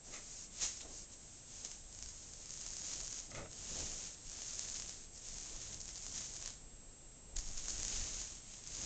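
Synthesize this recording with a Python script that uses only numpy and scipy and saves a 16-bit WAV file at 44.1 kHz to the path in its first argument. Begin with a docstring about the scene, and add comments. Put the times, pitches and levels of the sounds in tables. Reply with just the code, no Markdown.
"""A sticky hiss full of tiny snaps swells and fades: a wet paint roller on a pole, pushed to and fro
across a ceiling, tears the paint film behind its nap. Down at floor level feet scuff on drop cloths,
something hollow drags and the boards rumble faintly; late on, the pole gives a few soft bumps.
Heard in mono from inside the room, on a camera's small microphone that peaks near 6.6 kHz and carries
the camera's thin electrical whine. Sound under 8 kHz is mirrored weakly above it."""
import sys
import numpy as np
from scipy import signal
from scipy.fft import rfft, irfft, next_fast_len
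from scipy.io import wavfile
from scipy.ndimage import map_coordinates

SR = 44100
rng = np.random.default_rng(int(sys.argv[2]) if len(sys.argv) > 2 else 0)


def to_wav(sig):
    """Store sig (one row per channel, or 1-D mono) as 16-bit WAV at the path in sys.argv[1].

    Samples outside -1..1 are clipped; the rate is SR.
    """
    pcm = np.clip(np.atleast_2d(sig), -1, 1) * 32767
    pcm = np.round(pcm).astype(np.int16)
    wavfile.write(sys.argv[1], SR, pcm.T)  # frames by channels


N = 390285

# tearing paint as the small microphone hears it: (frequency [Hz], level [dB])
TEAR_COLOUR = [(1500, -41.5), (3000, -31), (4500, -6.5), (5800, -1), (6600, 3.5), (7200, 0.5), (7700, -6.5),
               (8000, -17.5), (8300, -81.5)]


def roller_motion():
    """Strokes speed up and slow in an arch: gives the power of bright and dull hiss, and stickiness."""
    # (fastest at [s], speeding up [s], slowing [s], level [dB], dull hiss re level [dB], stickiness [0-1])
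    strokes = [(.08, 0.058, .14, -56, -11, .05), (.41, 0.28, .09, -51.5, -12, .05),
               (.6, 0.12, 0.42, -53, -9, 0.1), (.97, 0.098, .11, -51.5, -12.5, 0),
               (1.3, .22, 0.3, -60, -9.5, 0), (1.6, 0.16, 0.27, -53, -10, .05),
               (2.1, 0.34, 0.61, -55.5, -11, 0.2), (2.92, .66, 0.45, -48.5, -11.5, 0.45),
               (3.79, .33, .43, -48, -10, .2), (4.62, 0.46, 0.51, -47.5, -10.5, 0.43),
               (5.38, 0.26, 0.25, -50.5, -10, 0.3), (5.68, 0.3, 0.14, -50.5, -9, .3),
               (6.18, 0.44, .44, -49.5, -11.5, 0.42), (7.44, 0.096, .22, -51.5, -11, 0.4),
               (7.92, 0.45, 0.55, -45.5, -9.5, 0.26), (8.55, .17, .2, -55.5, -8.5, .3),
               (8.83, .2, .2, -45.5, -10, 0.3)]
    # short swishes and ticks: cloth or ladder scuffs, and spurts of roller hiss
    # (time [s], peak [dB], rise [s], fall [s], dull hiss re peak [dB])
    swishes = [(.14, -48, 0.041, 0.12, -7.5), (.63, -35, 0.054, 0.12, -9), (.774, -49.5, .03, .04, -13),
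               (.81, -51, 0.016, .05, -2), (1.137, -55.5, 0.12, 0.057, -9), (1.65, -44.5, 0.013, 0.041, -9),
               (1.714, -52, 0.016, .1, -10), (1.95, -58.5, 0.055, .06, -12), (2.03, -52, 0.017, .05, -11),
               (2.09, -52.5, 0.034, 0.034, -15), (2.664, -52.5, .03, 0.039, -5),
               (2.92, -45.5, 0.17, 0.15, -10), (3.19, -48.5, 0.28, .1, -10.5), (3.312, -52, .02, .02, -12),
               (3.352, -51.5, .05, 0.17, -6), (3.8, -45.5, 0.31, 0.23, -8.5), (4.07, -50, .25, .2, -9),
               (4.34, -52, 0.13, .2, -11), (4.766, -48, 0.056, 0.11, -10), (5.176, -52, 0.077, 0.054, -18),
               (5.804, -49, .01, 0.084, -16), (5.728, -54.5, .005, 0.013, 1),
               (5.9, -53.5, 0.069, 0.066, -8), (6.178, -45.5, .15, 0.22, -9.5), (6.454, -52, .1, 0.18, -6),
               (7.368, -40.5, .01, 0.016, -10.5), (7.386, -43.5, .01, 0.039, -14),
               (7.574, -47, 0.019, 0.077, -10), (7.702, -43.5, .07, 0.064, -14),
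               (7.93, -44.5, 0.12, 0.34, -9), (8.2, -48, .2, .12, -10), (8.012, -48, .005, .015, 0),
               (8.54, -58.5, .005, .015, 1), (8.838, -45, 0.016, .03, -10)]
    t = np.arange(N) / SR
    bright = dull = 1e-12
    for fastest, rise_s, fall_s, db, dull_db, _ in strokes:
        arch = np.interp(t, [fastest - rise_s, fastest, fastest + fall_s], [0, np.pi / 2, np.pi])
        speed = np.sin(arch).clip(0)
        bright += amp(2 * db) * speed ** 2
        dull += amp(2 * (db + dull_db)) * speed ** 1.7
    for *shape, dull_db in swishes:
        swish = swell(*shape)
        bright += swish
        dull += amp(2 * dull_db) * swish
    stickiness = over_time([(row[0], row[-1]) for row in strokes])
    return bright, dull, stickiness


def roller_hiss(bright, dull, stickiness):
    """Paint threads snap behind the nap: the finest merge into hiss, thicker ones tick across the band."""
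    # the duller part of the hiss: (frequency [Hz], level [dB])
    dull_colour = [(300, -32), (800, -7), (1500, -4), (2500, 0), (4000, 5), (5500, -9.5), (7500, -30.5),
                   (8300, -76.5)]
    fine = np.sqrt(1 - stickiness) * rng.standard_normal(N)
    fine += np.sqrt(stickiness) * crackle(per_s=900, spread_db=3.5)
    fine *= amp(stickiness * 1.8 * wobble(40))  # sticky film lets go in clumps
    thick = 0.7 * stickiness * crackle(per_s=70, spread_db=-0.5)
    bright_hiss = coloured(np.sqrt(bright) * (fine + thick), TEAR_COLOUR)
    dull_hiss = coloured(np.sqrt(dull) * (fine + 1.59 * thick), dull_colour)
    return bright_hiss + dull_hiss


def paint_snaps(tear_power, stickiness, chances=300):
    """The thickest threads break singly: a click in a short spatter, a treble ring over a broad tick."""
    # (time [s], peak of the ring [dB], tick re ring [dB])
    loud_snaps = [(0.8143, -36, -11), (1.6482, -29.5, -17), (1.7145, -33.5, -13), (1.9265, -39.5, -13),
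                  (1.948, -40, -13), (1.9884, -37.5, -11), (2.0247, -30.5, -11), (2.0596, -36.5, -9),
                  (2.0882, -40.5, -11), (2.3351, -37.5, -13), (2.4573, -35, -16), (2.4927, -36.5, -11),
                  (2.5058, -31, -15), (2.5377, -34.5, -11), (2.5741, -33, -13), (2.6125, -32, -12.5),
                  (2.6637, -30, -9), (2.7346, -35, -14), (2.767, -31, -12.5), (2.818, -32, -16),
                  (2.9352, -28.5, -10), (3.0038, -33, -10), (3.0122, -31.5, -10), (3.078, -30, -11),
                  (3.1264, -30.5, -14), (3.1887, -32.5, -11), (3.3108, -38.5, -11), (3.3485, -37, -11),
                  (3.5134, -39.5, -9), (3.5299, -35, -13), (3.8048, -31, -11), (3.8976, -33.5, -14),
                  (3.9165, -32.5, -12), (4.0725, -37, -11), (4.297, -36, -14), (4.3168, -37, -10),
                  (4.4186, -31.5, -8), (4.495, -37, -15), (4.5929, -23.5, -13), (4.699, -30.5, -15),
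                  (4.742, -33, -17), (4.7608, -31, -12), (4.7985, -30, -8), (4.821, -32.5, -5),
                  (4.8936, -31, -10), (5.256, -40, -15), (5.2853, -34.5, -14), (5.3413, -35.5, -17),
                  (5.3833, -32, -11), (5.7294, -35, -11), (5.7433, -33.5, -15), (5.803, -35.5, -11),
                  (5.8137, -34, -13), (5.8555, -35.5, -11), (5.879, -34, -12), (5.8896, -34.5, -7),
                  (5.9567, -34.5, -10), (5.9773, -35.5, -12), (6.0648, -31.5, -8), (6.1774, -30.5, -14.5),
                  (6.3041, -38, -11), (6.3653, -33.5, -9), (6.4248, -30.5, -8.5), (6.459, -29.5, -8),
                  (6.4757, -29, -8), (6.5031, -35, -10), (7.3642, -32, -13), (7.3868, -30, -11),
                  (7.4869, -38, -12), (7.5123, -36, -11), (7.5742, -32, -15), (7.5778, -31, -11),
                  (7.656, -34.5, -9), (7.6829, -28, -10), (7.7044, -29.5, -11), (7.78, -33, -12),
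                  (7.799, -29.5, -10), (7.8307, -25, -10.5), (7.8497, -25, -11), (7.881, -25.5, -14),
                  (8.2153, -30.5, -8), (8.537, -40, -8), (8.6378, -37.5, -11), (8.6733, -33, -13),
                  (8.7406, -38, -16)]
    # the broad tick: (frequency [Hz], level [dB])
    tick_colour = [(150, -10.5), (500, -0.5), (1500, 1), (3000, 2.5), (4500, -6), (7500, -16.5),
                   (8300, -91)]
    out, t = np.zeros(N + SR), np.arange(1500) / SR
    ring, tick = impulse_response(TEAR_COLOUR)[:600], impulse_response(tick_colour)[:600]
    when, chance, size = rng.random((chances, 3)).T
    at = (when * N).astype(int)
    breaks = chance < stickiness[at]  # stickier paint sheds more small snaps
    small_db = 10 * np.log10(tear_power[at] * breaks + 1e-20) + 8.5 + 5 * (size - .5)
    small_snaps = np.c_[at / SR, small_db, np.full(chances, -7)]
    stretch = 1 - np.exp(-t / 0.0013)  # the thread stretches before it parts
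    for start, db, tick_db in [*loud_snaps, *small_snaps]:
        t60 = 0.0056 * np.exp(0.2 * rng.standard_normal())
        spatter = 0.28 * rng.standard_normal(len(t)) * stretch * amp(-60 * t / t60)
        spatter[round(.0008 * SR)] = 1  # the break itself
        click = unit_peak(np.convolve(spatter, ring))
        click += amp(tick_db) * unit_peak(np.convolve(spatter, tick))
        out[round(start * SR):][:len(click)] += amp(db) * click
    return out[:N]


def pole_bumps():
    """The roller lands and the pole flexes: each bump is one push of air between two small rebounds."""
    # (time [s], peak [dB], half-width [s])
    bumps = [(7.385, -34.5, 0.0085), (7.482, -38, 0.013), (7.56, -40, 0.021), (7.632, -44, 0.022)]
    t, out = np.arange(N) / SR, np.zeros(N)
    for centre, db, width in bumps:
        offset = (t - centre) / width
        out += amp(db) * (1 - offset ** 2) * np.exp(-.5 * offset ** 2)
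    return out


def footwork(tear_power):
    """Underfoot, drop cloths rustle in lumps; steps thud and shake the floor near hearing's edge."""
    # (time [s], rise and fall each [s], rustle [dB], thud [dB], rumble [dB])
    scuffs = [(0.092, .12, -60.5, -74, -62), (.17, 0.17, -63, -69, -70), (0.638, 0.036, -68, -70, -62),
              (0.947, 0.091, -68.5, -75, -73), (0.907, 0.088, -60.5, -76, -72),
              (0.856, 0.062, -58, -69, -56.5), (1.63, .15, -64.5, -72, -67), (1.852, 0.18, -84, -79, -56),
              (2.07, .2, -80, -74, -53.5), (1.95, .2, -91, -77, -53), (2.73, 0.12, -82, -66, -53.5),
              (3.007, 0.22, -66.5, -65, -55.5), (3.393, .12, -53, -48.5, -49.5),
              (3.802, 0.37, -57.5, -54, -51.5), (4.302, 0.22, -83, -78.5, -58),
              (4.803, 0.38, -68.5, -62.5, -58), (5.33, 0.12, -70, -61, -54),
              (5.55, 0.18, -63.5, -61.5, -53), (5.73, 0.2, -67.5, -58, -54),
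              (6.175, 0.37, -69, -61.5, -54.5), (6.43, .15, -66, -71, -62), (6.602, 0.25, -87, -73, -58),
              (6.773, 0.18, -80, -70, -55), (7.373, 0.24, -64.5, -64.5, -49),
              (7.506, .08, -66.5, -58.5, -51), (7.758, 0.29, -65.5, -62, -50),
              (8.035, 0.46, -63.5, -58, -46.5), (8.85, 0.28, -63, -57, -54)]
    # between scuffs: (rustle [dB], thud [dB], rumble [dB])
    rest_db = [-71.5, -69, -61.5]
    # added by the effort of a stroke, relative to the tearing: (rustle [dB], thud [dB], rumble [dB])
    effort_db = [-21, -27, -16.5]
    # colours of cloth, step and floor: (frequency [Hz], level [dB])
    rustle_colour = [(120, -22), (250, 1), (400, 0.5), (650, 0), (950, -7), (1200, -12), (2500, -22),
                     (4000, -51)]
    thud_colour = [(40, -19.5), (80, -2.5), (130, -3.5), (220, -7.5), (400, -22), (900, -46.5)]
    rumble_colour = [(8, -11.5), (20, 6), (40, -1), (65, -5), (100, -19), (200, -47)]
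    gains = []
    for layer in range(3):
        scuffing = sum(swell(time, dbs[layer], ramp_s, ramp_s) for time, ramp_s, *dbs in scuffs)
        effort = amp(2 * effort_db[layer]) * tear_power
        gains.append(np.sqrt(amp(2 * rest_db[layer]) + effort + scuffing))
    rustle, thud, rumble = gains
    rustle *= amp(1.1 * wobble(25))
    return rustle * noise(rustle_colour) + thud * noise(thud_colour) + rumble * noise(rumble_colour)


def hollow_drags():
    """Something hollow drags and knocks on the floor, each contact with its own brightness."""
    # (time [s], peak [dB], rise [s], fall [s], brightness [dB per octave])
    drags = [(0.139, -67.5, 0.032, 0.13, 8.5), (3.317, -59.5, .003, 0.031, 4.5),
             (3.349, -60, .005, 0.072, 5.5), (3.38, -54, 0.034, 0.063, 2), (3.42, -55.5, .05, .05, -1.5),
             (3.46, -60, 0.057, 0.046, 0)]
    # resonances of the body: (frequency [Hz], width [Hz], gain [dB])
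    modes = [(574, 180, 2.5), (1275, 250, -2.5), (2094, 500, -4), (2420, 300, -16)]
    out = np.zeros(N)
    friction = unit_rms(rng.standard_normal(N) * amp(1.5 * wobble(150)))
    contacts = [(swell(*shape), tilt_db) for *shape, tilt_db in drags]
    for hz, width, mode_db in modes:
        ring = filtered(friction, lambda f: (1j * f * width / (hz * hz - f * f + 1j * f * width)) ** 1.92)
        octaves = np.log2(hz / modes[0][0])
        power = sum((burst - burst.min()) * amp(2 * tilt_db * octaves) for burst, tilt_db in contacts)
        out += amp(mode_db) * np.sqrt(power) * unit_rms(ring)
    return out


def room_reverb(x):
    """The walls answer a moment later, the treble lasting a little longer than the bass."""
    # (frequency [Hz], time to fall 60 dB [s])
    decay_times = [(300, .35), (2000, 0.44), (8000, 0.49)]
    hz, t, spectrum = signal.stft(rng.standard_normal(SR // 2), SR, nperseg=256)
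    decay = amp(-60 * t / over_frequency(decay_times, hz)[:, None])
    tail = signal.istft(spectrum * decay, SR, nperseg=256)[1]
    return signal.fftconvolve(np.pad(x, (200, 0)), tail / np.linalg.norm(tail))[:N]


def camera_whine(tone_hz=7626, frame_hz=58.445):
    """Right at the microphone, a high tone restarts every picture frame and spreads into a comb of lines."""
    # microphone colour on the whine: (frequency [Hz], gain [dB])
    mic_colour = [(5500, -4.5), (6700, 7), (7400, 2.5), (7650, -2), (7900, -12.5)]
    line_hz = np.arange(100, 137) * frame_hz
    slip = 2j * np.pi * (tone_hz - line_hz) / frame_hz  # phase gained per frame against each line
    lines = (np.exp(slip) - 1) / slip * amp(-58 + over_frequency(mic_colour, line_hz))
    t = np.arange(N) / SR
    return sum(abs(line) * np.cos(2 * np.pi * hz * t + np.angle(line)) for hz, line in zip(line_hz, lines))


def camera_hiss():
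    """The camera's own steady noise floor."""
    # (frequency [Hz], level [dB])
    hiss_colour = [(60, -7.5), (150, -7.5), (400, -15), (1000, -21.5), (3000, -22.5), (5000, -21.5),
                   (6800, -14), (7500, -16.5), (8000, -22.5), (8300, -88)]
    return amp(-63.5) * noise(hiss_colour)


def thin_tone(hz=2859):
    """A faint, slightly unsteady tone, heard while the roller rests."""
    # (time [s], rms level [dB])
    levels = [(6.6, -100), (6.7, -85), (7.3, -85), (7.4, -100)]
    phase = 2 * np.pi * np.cumsum(hz + 6 * wobble(9)) / SR
    return np.sqrt(2) * amp(over_time(levels)) * np.sin(phase)


def amp(db):
    """Gain of a level in dB; amp(2 * db) is its power."""
    return 10 ** (np.asarray(db) / 20)


def unit_rms(x):
    """x at rms 1."""
    return x / np.sqrt(np.mean(x ** 2) + 1e-20)


def unit_peak(x):
    """x at peak 1."""
    return x / np.abs(x).max()


def over_frequency(points, hz):
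    """(frequency [Hz], value) points joined on a log axis."""
    freqs, values = np.transpose(points)
    return np.interp(np.log(hz + 1), np.log(freqs + 1), values)


def over_time(points):
    """(time [s], value) points joined into one value per sample."""
    return np.interp(np.arange(N) / SR, *np.transpose(points))


def swell(peak_s, db, rise_s, fall_s):
    """Power of a burst that climbs 20 dB in rise_s and drops 20 dB in fall_s."""
    t = np.arange(N) / SR - peak_s
    below_peak_db = 20 * np.maximum(-t / rise_s, t / fall_s)
    return amp(2 * (db - np.minimum(below_peak_db, 120)))


def wobble(rate):
    """A smooth random curve, rate knots a second."""
    knots = rng.standard_normal(int(N * rate / SR) + 4)
    return map_coordinates(knots, [np.arange(N) * rate / SR])


def crackle(per_s, spread_db):
    """Random impulses of uneven size, rms 1."""
    chance, size, sign = rng.random(N), rng.exponential(size=N), rng.choice([-1, 1], N)
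    return unit_rms((chance < per_s / SR) * sign * amp(spread_db * np.minimum(size, 4)))


def filtered(x, response):
    """x times a complex response of frequency."""
    size = next_fast_len(N + SR // 2)
    return irfft(rfft(x, size) * response(np.fft.rfftfreq(size, 1 / SR)), size)[..., :N]


def impulse_response(colour, size=8192):
    """The minimum-phase pulse of a colour, energy 1."""
    gain = amp(over_frequency(colour, np.fft.rfftfreq(size, 1 / SR)))
    cepstrum = irfft(np.log(gain), size)
    cepstrum[1:size // 2] *= 2
    cepstrum[size // 2 + 1:] = 0
    pulse = irfft(np.exp(rfft(cepstrum)), size)[:size // 2]
    return pulse / np.linalg.norm(pulse)


def coloured(x, colour):
    """x through a causal filter of that colour."""
    return signal.fftconvolve(x, impulse_response(colour))[:N]


def noise(colour):
    """Coloured noise of rms 1."""
    return coloured(rng.standard_normal(N), colour)


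def scene():
    """Roller overhead and feet below, over the camera's hiss and whine; only the snaps get reverb."""
    bright, dull, stickiness = roller_motion()
    snaps = paint_snaps(bright, stickiness)
    roller = roller_hiss(bright, dull, stickiness) + snaps + amp(-11) * room_reverb(snaps)
    movements = footwork(bright) + hollow_drags() + pole_bumps()
    return (roller + movements + camera_hiss() + camera_whine() + thin_tone())[None]


def record(dry):
    """A low sampling rate leaves a fading mirror image above half of it; then the band limit."""
    mirror_hz, top_hz = 8000, 9098
    fade = [(8000, 2.0), (8400, -12), (8800, -27), (9100, -42)]  # (frequency [Hz], gain [dB])
    below = filtered(dry, lambda hz: hz < mirror_hz)
    image = 2 * below * np.cos(2 * np.pi * 2 * mirror_hz * np.arange(N) / SR)
    above = filtered(image, lambda hz: (hz > mirror_hz) * amp(over_frequency(fade, hz)))
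    return filtered(below + above, lambda hz: hz < top_hz)


dry = scene()
out = record(dry)
to_wav(out)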